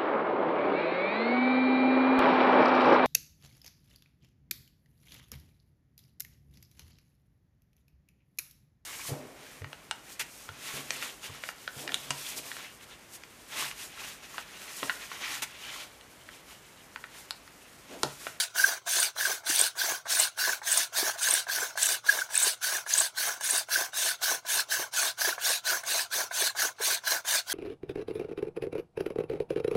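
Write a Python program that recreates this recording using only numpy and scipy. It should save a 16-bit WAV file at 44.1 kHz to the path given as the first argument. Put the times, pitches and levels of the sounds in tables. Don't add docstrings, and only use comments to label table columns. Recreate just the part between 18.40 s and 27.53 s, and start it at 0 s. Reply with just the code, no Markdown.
import sys
import numpy as np
from scipy import signal
from scipy.fft import rfft, irfft, next_fast_len
from scipy.io import wavfile
from scipy.ndimage import uniform_filter1d

SR = 44100
rng = np.random.default_rng(int(sys.argv[2]) if len(sys.argv) > 2 else 0)


def store_pcm(level_fs):
    pcm = np.round(np.clip(level_fs, -1, 1) * 32767).astype(np.int16)
    wavfile.write(sys.argv[1], SR, np.atleast_2d(pcm).T)


N = 402633
TIME_S, HZ = np.arange(N) / SR, np.fft.rfftfreq(N, 1 / SR)

# start in seconds, length in seconds, grinding level in dB, share spent speeding up.
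STROKES = [(-0.198, 0.29, -26.5, 0.3), (0.137, 0.28, -31, 0.18), (0.452, 0.27, -29.0, 0.14),
           (0.747, 0.29, -32.5, 0.22), (1.035, 0.29, -28, 0.23), (1.348, 0.29, -32.0, 0.22),
           (1.654, 0.26, -28.5, 0.26), (1.961, 0.26, -31.5, 0.19), (2.225, 0.27, -28.5, 0.25),
           (2.517, 0.28, -31, 0.22), (2.752, 0.31, -29.5, 0.3), (3.052, 0.32, -34, 0.29),
           (3.349, 0.26, -30.5, 0.26), (3.631, 0.272, -32.5, 0.28), (3.879, 0.29, -29.5, 0.35),
           (4.205, 0.26, -32.5, 0.17), (4.447, 0.27, -30, 0.28), (4.74, 0.28, -33.5, 0.25),
           (4.989, 0.27, -31, 0.27), (5.275, 0.25, -32.5, 0.25), (5.517, 0.26, -29.0, 0.25),
           (5.802, 0.22, -31.5, 0.19), (6.044, 0.21, -29, 0.3), (6.28, 0.229, -32, 0.21),
           (6.51, 0.232, -29.5, 0.298), (6.769, 0.22, -31.5, 0.2), (6.975, 0.24, -29, 0.34),
           (7.227, 0.22, -32, 0.26), (7.424, 0.26, -30.5, 0.34), (7.7, 0.2, -31.5, 0.25),
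           (7.896, 0.24, -29.5, 0.31), (8.141, 0.2, -31, 0.33), (8.377, 0.23, -29.5, 0.31),
           (8.626, 0.21, -31, 0.35), (8.838, 0.19, -27.5, 0.35), (9.057, 0.2, -31.5, 0.36)]
# frequency in Hz, level in dB.
FORTH_SPECTRUM = [(1400, -56), (2000, -7), (3200, -3.5), (4200, -2), (5100, -3.5), (5650, 2), (6500, 3.5),
                  (7050, -3.5), (8200, 2), (10100, -0.5), (10900, -7), (12200, -5), (14000, -6),
                  (15800, -8.5)]
# frequency in Hz, width in Hz, level in dB.
SPINDLE_MODES = [(1550, 60, 6), (1672, 280, 5)]
BOARD_MODES = [(673, 173, 3), (858, 160, -1.5), (1006, 75, 2.5), (1129, 43, 0.5), (1272, 360, -5.5),
               (2170, 260, -2.5)]


def grinding(turn_hz=36, wobble_db=0.85):
    forth, travel, speed_db, grind_db, push_db = palms()
    turns = np.cumsum(turn_hz * amp(.3 * speed_db + 1.524 * wander(5.39))) / SR
    wobble = np.sin(2 * np.pi * turns) + 0.78 * wander(43)
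    force = amp(grind_db + wobble_db * wobble + catches(86, 0.022) + 0.66 * wander(450))
    hiss = moving_contact(scrape(forth, speed_db), travel, speed_db)
    ring = spindle_ring(forth, speed_db)
    board_drive = amp(-22.5 - 0.017 * speed_db) * force + amp(push_db + 2 + 1.3 * wobble)
    board = board_drive * grit(humps(BOARD_MODES), 4.36, 170)
    return force * (hiss + ring) + board + creak(speed_db) + rumble(push_db, wobble)


def palms(fall_share=(.33, .48), swell_db=(2, -6), push_at=(.56, .52), firm_db=(-45, -42.5)):
    t = TIME_S[::40]
    start_s, length_s, level_db, rise_share = np.transpose(STROKES)
    way = np.arange(len(start_s)) % 2
    shares = (t[:, None] - start_s) / length_s
    starting = np.maximum(1 - shares / rise_share, 0) ** 2.13
    slowing = np.maximum(1 - (1 - shares) / np.take(fall_share, way), 0) ** 2.02
    lag = starting + slowing
    stroke = lag.argmin(axis=1)
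    speed_db = np.maximum(-30 * lag.min(axis=1), -28.5)
    forth = way[stroke]
    share = np.clip((t - start_s[stroke]) / length_s[stroke], 0, 1)
    travel = np.where(forth, share, 1 - share)
    grind_db = level_db[stroke] + speed_db + np.take(swell_db, forth) * (share - .5)
    bearing_down = np.exp(-((share - np.take(push_at, forth)) / 0.14) ** 2)
    push_db = np.take(firm_db, forth) + wear(t)[1] + .5 * speed_db + 11 * (bearing_down - 1)
    curves = np.array([forth, travel, speed_db, grind_db, push_db])
    return [np.interp(TIME_S, t, uniform_filter1d(curve, size=5)) for curve in curves]


def wear(at_s):
    # time in seconds, shrillness in dB, push in dB.
    course = [(0, 1.5, -0.5), (2.6, 1, -1), (5.1, 3.5, -1.5), (5.6, -0.5, 0), (9.1, -2, 1.5)]
    times_s, shrill_db, push_db = np.transpose(course)
    return np.interp(at_s, times_s, shrill_db), np.interp(at_s, times_s, push_db)


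def scrape(forth, speed_db):
    # frequency in Hz, level in dB.
    back_spectrum = [(1180, -52), (2000, -8), (3000, -4.5), (3220, -7), (3480, -1), (4170, -2),
                     (5270, -5.5), (5600, -2.5), (6430, 1.5), (7130, -5), (8700, -5.5), (9990, -9),
                     (11000, -10), (12500, -7.5), (15800, -13)]
    # frequency in Hz, width in Hz, level in dB.
    tip_modes = [(7830, 1800, -3), (8680, 670, 0), (9740, 1300, -0.7)]
    notch = 1 - 0.64 * np.exp(-np.abs((HZ - 8700) / 1400) ** 3)
    broad = forth * grit(outline(FORTH_SPECTRUM) * notch, 0.2, 3200)
    broad += (1 - forth) * grit(outline(back_spectrum) * notch, 1.7, 3200)
    broad_db = np.interp(forth, [0, 1], [-1.37, -0.38])
    tip_db = np.interp(forth, [0, 1], [-6, -12]) + wear(TIME_S)[0] + 0.033 * speed_db
    return amp(broad_db) * broad + amp(tip_db) * grit(humps(tip_modes), 1.35, 200)


def moving_contact(x, travel, speed_db, hump_db=5.0, width_oct=0.21, shadow_db=3.5, patchy_db=3.5):
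    # share of the way forth, frequency in Hz.
    path = [(0, 2880), (.15, 4500), (.28, 4750), (.42, 4800), (.6, 6400), (1, 6715)]
    hz, t, spectra = signal.stft(x, SR, nperseg=512, noverlap=384)
    position, slow_db = np.interp(t, TIME_S, travel), np.interp(t, TIME_S, speed_db)
    above = np.log2((hz[:, None] + 1) / np.interp(position, *np.transpose(path))) / width_oct
    hollow = np.exp(-((position - 0.22) / 0.17) ** 2)
    sweep_db = hollow * (hump_db * np.exp(-above ** 2) - shadow_db * np.exp(-(above - 2.4) ** 2))
    patches = uniform_filter1d(rng.standard_normal(spectra.shape), size=3, axis=0)
    patches = unit(uniform_filter1d(patches, size=9, axis=1))
    treble_db = np.clip((hz[:, None] - 4500) / 7500, 0, 1) * 0.37 * np.minimum(slow_db, 0)
    spectra *= amp(sweep_db + patchy_db * patches + treble_db)
    return signal.istft(spectra, SR, nperseg=512, noverlap=384)[1][:N]


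def spindle_ring(forth, speed_db):
    ring = grit(humps(SPINDLE_MODES), 3.6, 104)
    ring = bent(ring, amp(-0.1449 + .035 * speed_db + .22 * wander(24.42)))
    ring_db = np.interp(forth, [0, 1], [-8, -4.5]) - 0.018 * speed_db
    return amp(ring_db + 1.63 * catches(86, 0.0037)) * ring


def creak(speed_db, level_db=-51):
    judder = np.exp(-((speed_db + 6) / 11) ** 2)
    gain = amp(level_db + 1.34 * wear(TIME_S)[1] + 1.2 * catches(36, 0.012))
    hollow = grit(humps([(734, 83, -0.4), (999, 120, -0.1), (1517, 98, -3.3)]), 2.8, 180)
    return judder * gain * bent(hollow, amp(.7 * wander(25.1)))


def rumble(push_db, wobble):
    # frequency in Hz, level in dB.
    spectrum = [(30, -38), (70, -40), (120, -8.5), (200, -17.5), (290, -0.5), (390, 3.5), (520, 4.5),
                (700, -5), (1100, 5.5), (2000, -39.5)]
    thrust = amp(push_db - 4.5 + 2.9 * wobble + 4.3 * wander(86)) * rng.standard_normal(N)
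    return colour(thrust, unit(outline(spectrum)))


def chirps(waver=0.018, glide=.02, overtone_db=-32, rasp=0.053, crunch_db=-9):
    # centre in seconds, level in dB, pitch in Hz, length in seconds.
    bursts = [(0.199, -16, 1575, 0.0072), (0.245, -7, 1572, 0.0077), (0.856, -15.5, 1610, 0.0063),
              (1.102, -32, 308, 0.0075), (1.214, -6, 8870, 0.002), (1.418, -18.5, 1594, 0.0064),
              (1.8, -10.5, 8360, 0.0047), (2.134, -21, 1530, 0.0059), (2.319, -14, 7900, 0.0044),
              (2.376, -11.5, 8740, 0.0036), (2.631, -25, 386, 0.0046), (2.91, -12, 8670, 0.0031),
              (2.94, -11, 8790, 0.004), (3.1, -21.5, 1600, 0.0074), (3.431, -12, 8190, 0.0046),
              (3.695, -7.5, 1636, 0.0093), (3.821, -18.5, 1517, 0.0069), (3.978, -8, 8470, 0.0027),
              (4.032, -14.5, 7840, 0.012), (4.072, -27.5, 449, 0.0041), (4.539, -9.5, 6520, 0.0032),
              (4.603, -12.5, 8060, 0.0076), (5.361, -14.5, 1566, 0.0071), (6.196, -16.5, 1631, 0.0043),
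              (7.104, -28, 561.4, 0.0049), (8.025, -31, 413, 0.0056), (8.408, -28.5, 450, 0.008)]
    out, t = np.zeros(N), np.arange(-.025, .025, 1 / SR)
    unsteady, jitter = wander(560), wander(1570)
    crunch = amp(crunch_db) * grit(humps(BOARD_MODES), 2.2, 300)
    for at_s, db, hz, length_s in bursts + stray_chirps():
        here = slice(round(at_s * SR), round(at_s * SR) + len(t))
        is_squeak, is_grunt = hz > 5000, hz < 1000
        drift = waver * unsteady[here] + rasp * is_squeak * jitter[here]
        phase = 2 * np.pi * (np.cumsum(hz * (1 + drift + glide * t / length_s)) / SR + rng.random())
        tone = np.sin(phase) + amp(overtone_db) * np.sin(2 * phase)
        swell = amp(db - 2.0) * 2 ** -(2 * t / length_s) ** 2
        add(out, at_s + t[0], swell * (tone + is_grunt * crunch[here]))
    return out


def stray_chirps(spread_db=3, detune=.055, scatter=.16, per_stroke=2):
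    rows = []
    for k, (start_s, length_s, level_db, _) in enumerate(STROKES):
        if k % 2:
            over_db, hz, burst_s = 4.2, 1580, .0061
        else:
            over_db, hz, burst_s = 6.7 + 2.5 * wear(start_s)[0], 8700, .0045
        for when, strength, pitch in np.clip(rng.standard_normal((per_stroke, 3)), -1.5, 1.5):
            at_s = start_s + length_s * (.5 + scatter * when)
            rows.append((at_s, level_db + over_db + spread_db * strength, hz * (1 + detune * pitch), burst_s))
    return [row for row in rows if .03 < row[0] < N / SR - .06]


def knocks(ring_t60_s=0.041, tick_t60_s=0.026, attack_s=0.0034, scuff_db=-13, scuff_t60_s=0.062):
    # start in seconds, level in dB, sharpness in dB.
    blows = [(0.472, -16, -30), (0.763, -28.5, -17), (1.033, -30, -4), (1.655, -19.5, -16),
             (2.216, -21, -14), (2.692, -14.5, -10), (3.087, -16.5, -13), (3.374, -14.5, 4),
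             (3.902, -25, 0), (4.462, -22.5, -8), (4.607, -13, -4), (5.008, -18.5, 1), (6.629, -16, -10),
             (6.788, -27, -13), (6.979, -17.5, -22), (7.434, -25.5, 3), (7.604, -21, -1),
             (7.91, -20.5, -15), (8.062, -32, -10), (8.149, -21.5, -18)]
    out, t = np.zeros(N), np.arange(4000) / SR
    modes = BOARD_MODES + SPINDLE_MODES
    rubbing, dust = grit(humps(modes), 2.05, 180), grit(outline(FORTH_SPECTRUM), 3.3, 1000)
    for at_s, db, sharp_db in blows + take_up_knocks():
        wood = sum(amp(mode_db + 7.5 * rng.standard_normal()) * np.sin(2 * np.pi * (hz * t + rng.random()))
                   for hz, _, mode_db in modes if hz < 2000)
        ring = wood / abs(wood).max() * amp(-60 * t / ring_t60_s)
        tick = amp(sharp_db - 9.0 - 60 * t / tick_t60_s) * dust[round(at_s * SR):][:len(t)]
        scuff = amp(scuff_db - 60 * t / scuff_t60_s) * rubbing[round(at_s * SR):][:len(t)]
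        attack = np.minimum(t / (attack_s * rng.uniform(0.6, 1.4)), 1)
        add(out, at_s, amp(db - 3) * attack * (ring + tick + scuff))
    return out


def take_up_knocks(delay_s=0.01, scatter_s=0.00697, level_db=-30, sharp_db=-19, spread_db=9.0):
    rows = []
    for start_s, *_ in STROKES:
        when, strength, edge = rng.uniform(-1, 1, 3)
        db = level_db + wear(start_s)[1] + spread_db * strength
        rows.append((start_s + delay_s + scatter_s * when, db, sharp_db + 2 * spread_db * edge))
    return [row for row in rows if 0 < row[0] < N / SR - .1]


def surroundings(x, wet_db=-16, t60_s=0.54, echoes_per_s=2000):
    t = np.arange(1500) / SR
    taps = rng.standard_normal(len(t)) * (rng.random(len(t)) < echoes_per_s / SR)
    taps *= (t > .001) * amp(-60 * t / t60_s)
    return x + amp(wet_db) * signal.oaconvolve(x, taps / np.linalg.norm(taps))[:N]


def still_air(level_db=-72):
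    # frequency in Hz, level in dB.
    spectrum = [(20, -38), (45, -30), (60, -12), (115, 7.5), (200, -7), (400, -11), (1500, -20),
                (8000, -30), (16000, -40)]
    return amp(level_db) * unit(colour(rng.standard_normal(N), outline(spectrum)))


def grit(gain, clump_db, clump_hz):
    slips = rng.standard_normal(N) * amp(clump_db * np.clip(wander(clump_hz), -2, 2))
    return unit(colour(slips, gain))


def catches(per_s, fade_s):
    grabs = (rng.random(N) < per_s / SR) * rng.uniform(0.96, 1, N)
    grip = signal.lfilter([1], [1, -np.exp(-1 / (fade_s * SR))], grabs)
    return np.minimum(unit(uniform_filter1d(grip - grip.mean(), 60)), 2)


def wander(rate_hz):
    return unit(colour(rng.standard_normal(N), np.exp(-(HZ / rate_hz) ** 2)))


def outline(points):
    hz, db = np.transpose(points)
    return amp(np.interp(np.log(HZ + 1), np.log(hz), db))


def humps(modes):
    return np.sqrt(sum((amp(db) / (1 + (2 * (HZ - hz) / width_hz) ** 2)) ** 2
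                       for hz, width_hz, db in modes))


def colour(x, gain):
    size = next_fast_len(N + 4096)
    return irfft(rfft(x, size) * np.interp(np.fft.rfftfreq(size, 1 / SR), HZ, gain), size)[:N]


def bent(x, ratio):
    return np.interp(np.cumsum(ratio) % N, np.arange(N), x)


def add(mix, at_s, sound):
    part = mix[max(round(at_s * SR), 0):][:len(sound)]
    part += sound[:len(part)]


def amp(db):
    return 10 ** (np.asarray(db) / 20)


def unit(x):
    return x / np.sqrt(np.mean(x ** 2) + 1e-20)


def scene():
    air = still_air()
    return (surroundings(grinding() + chirps() + knocks()) + air)[None]


def record(dry):
    return signal.oaconvolve(dry, signal.firwin(511, 15900, window=("kaiser", 9), fs=SR)[None], "same")


dry = scene()
out = record(dry)
store_pcm(out)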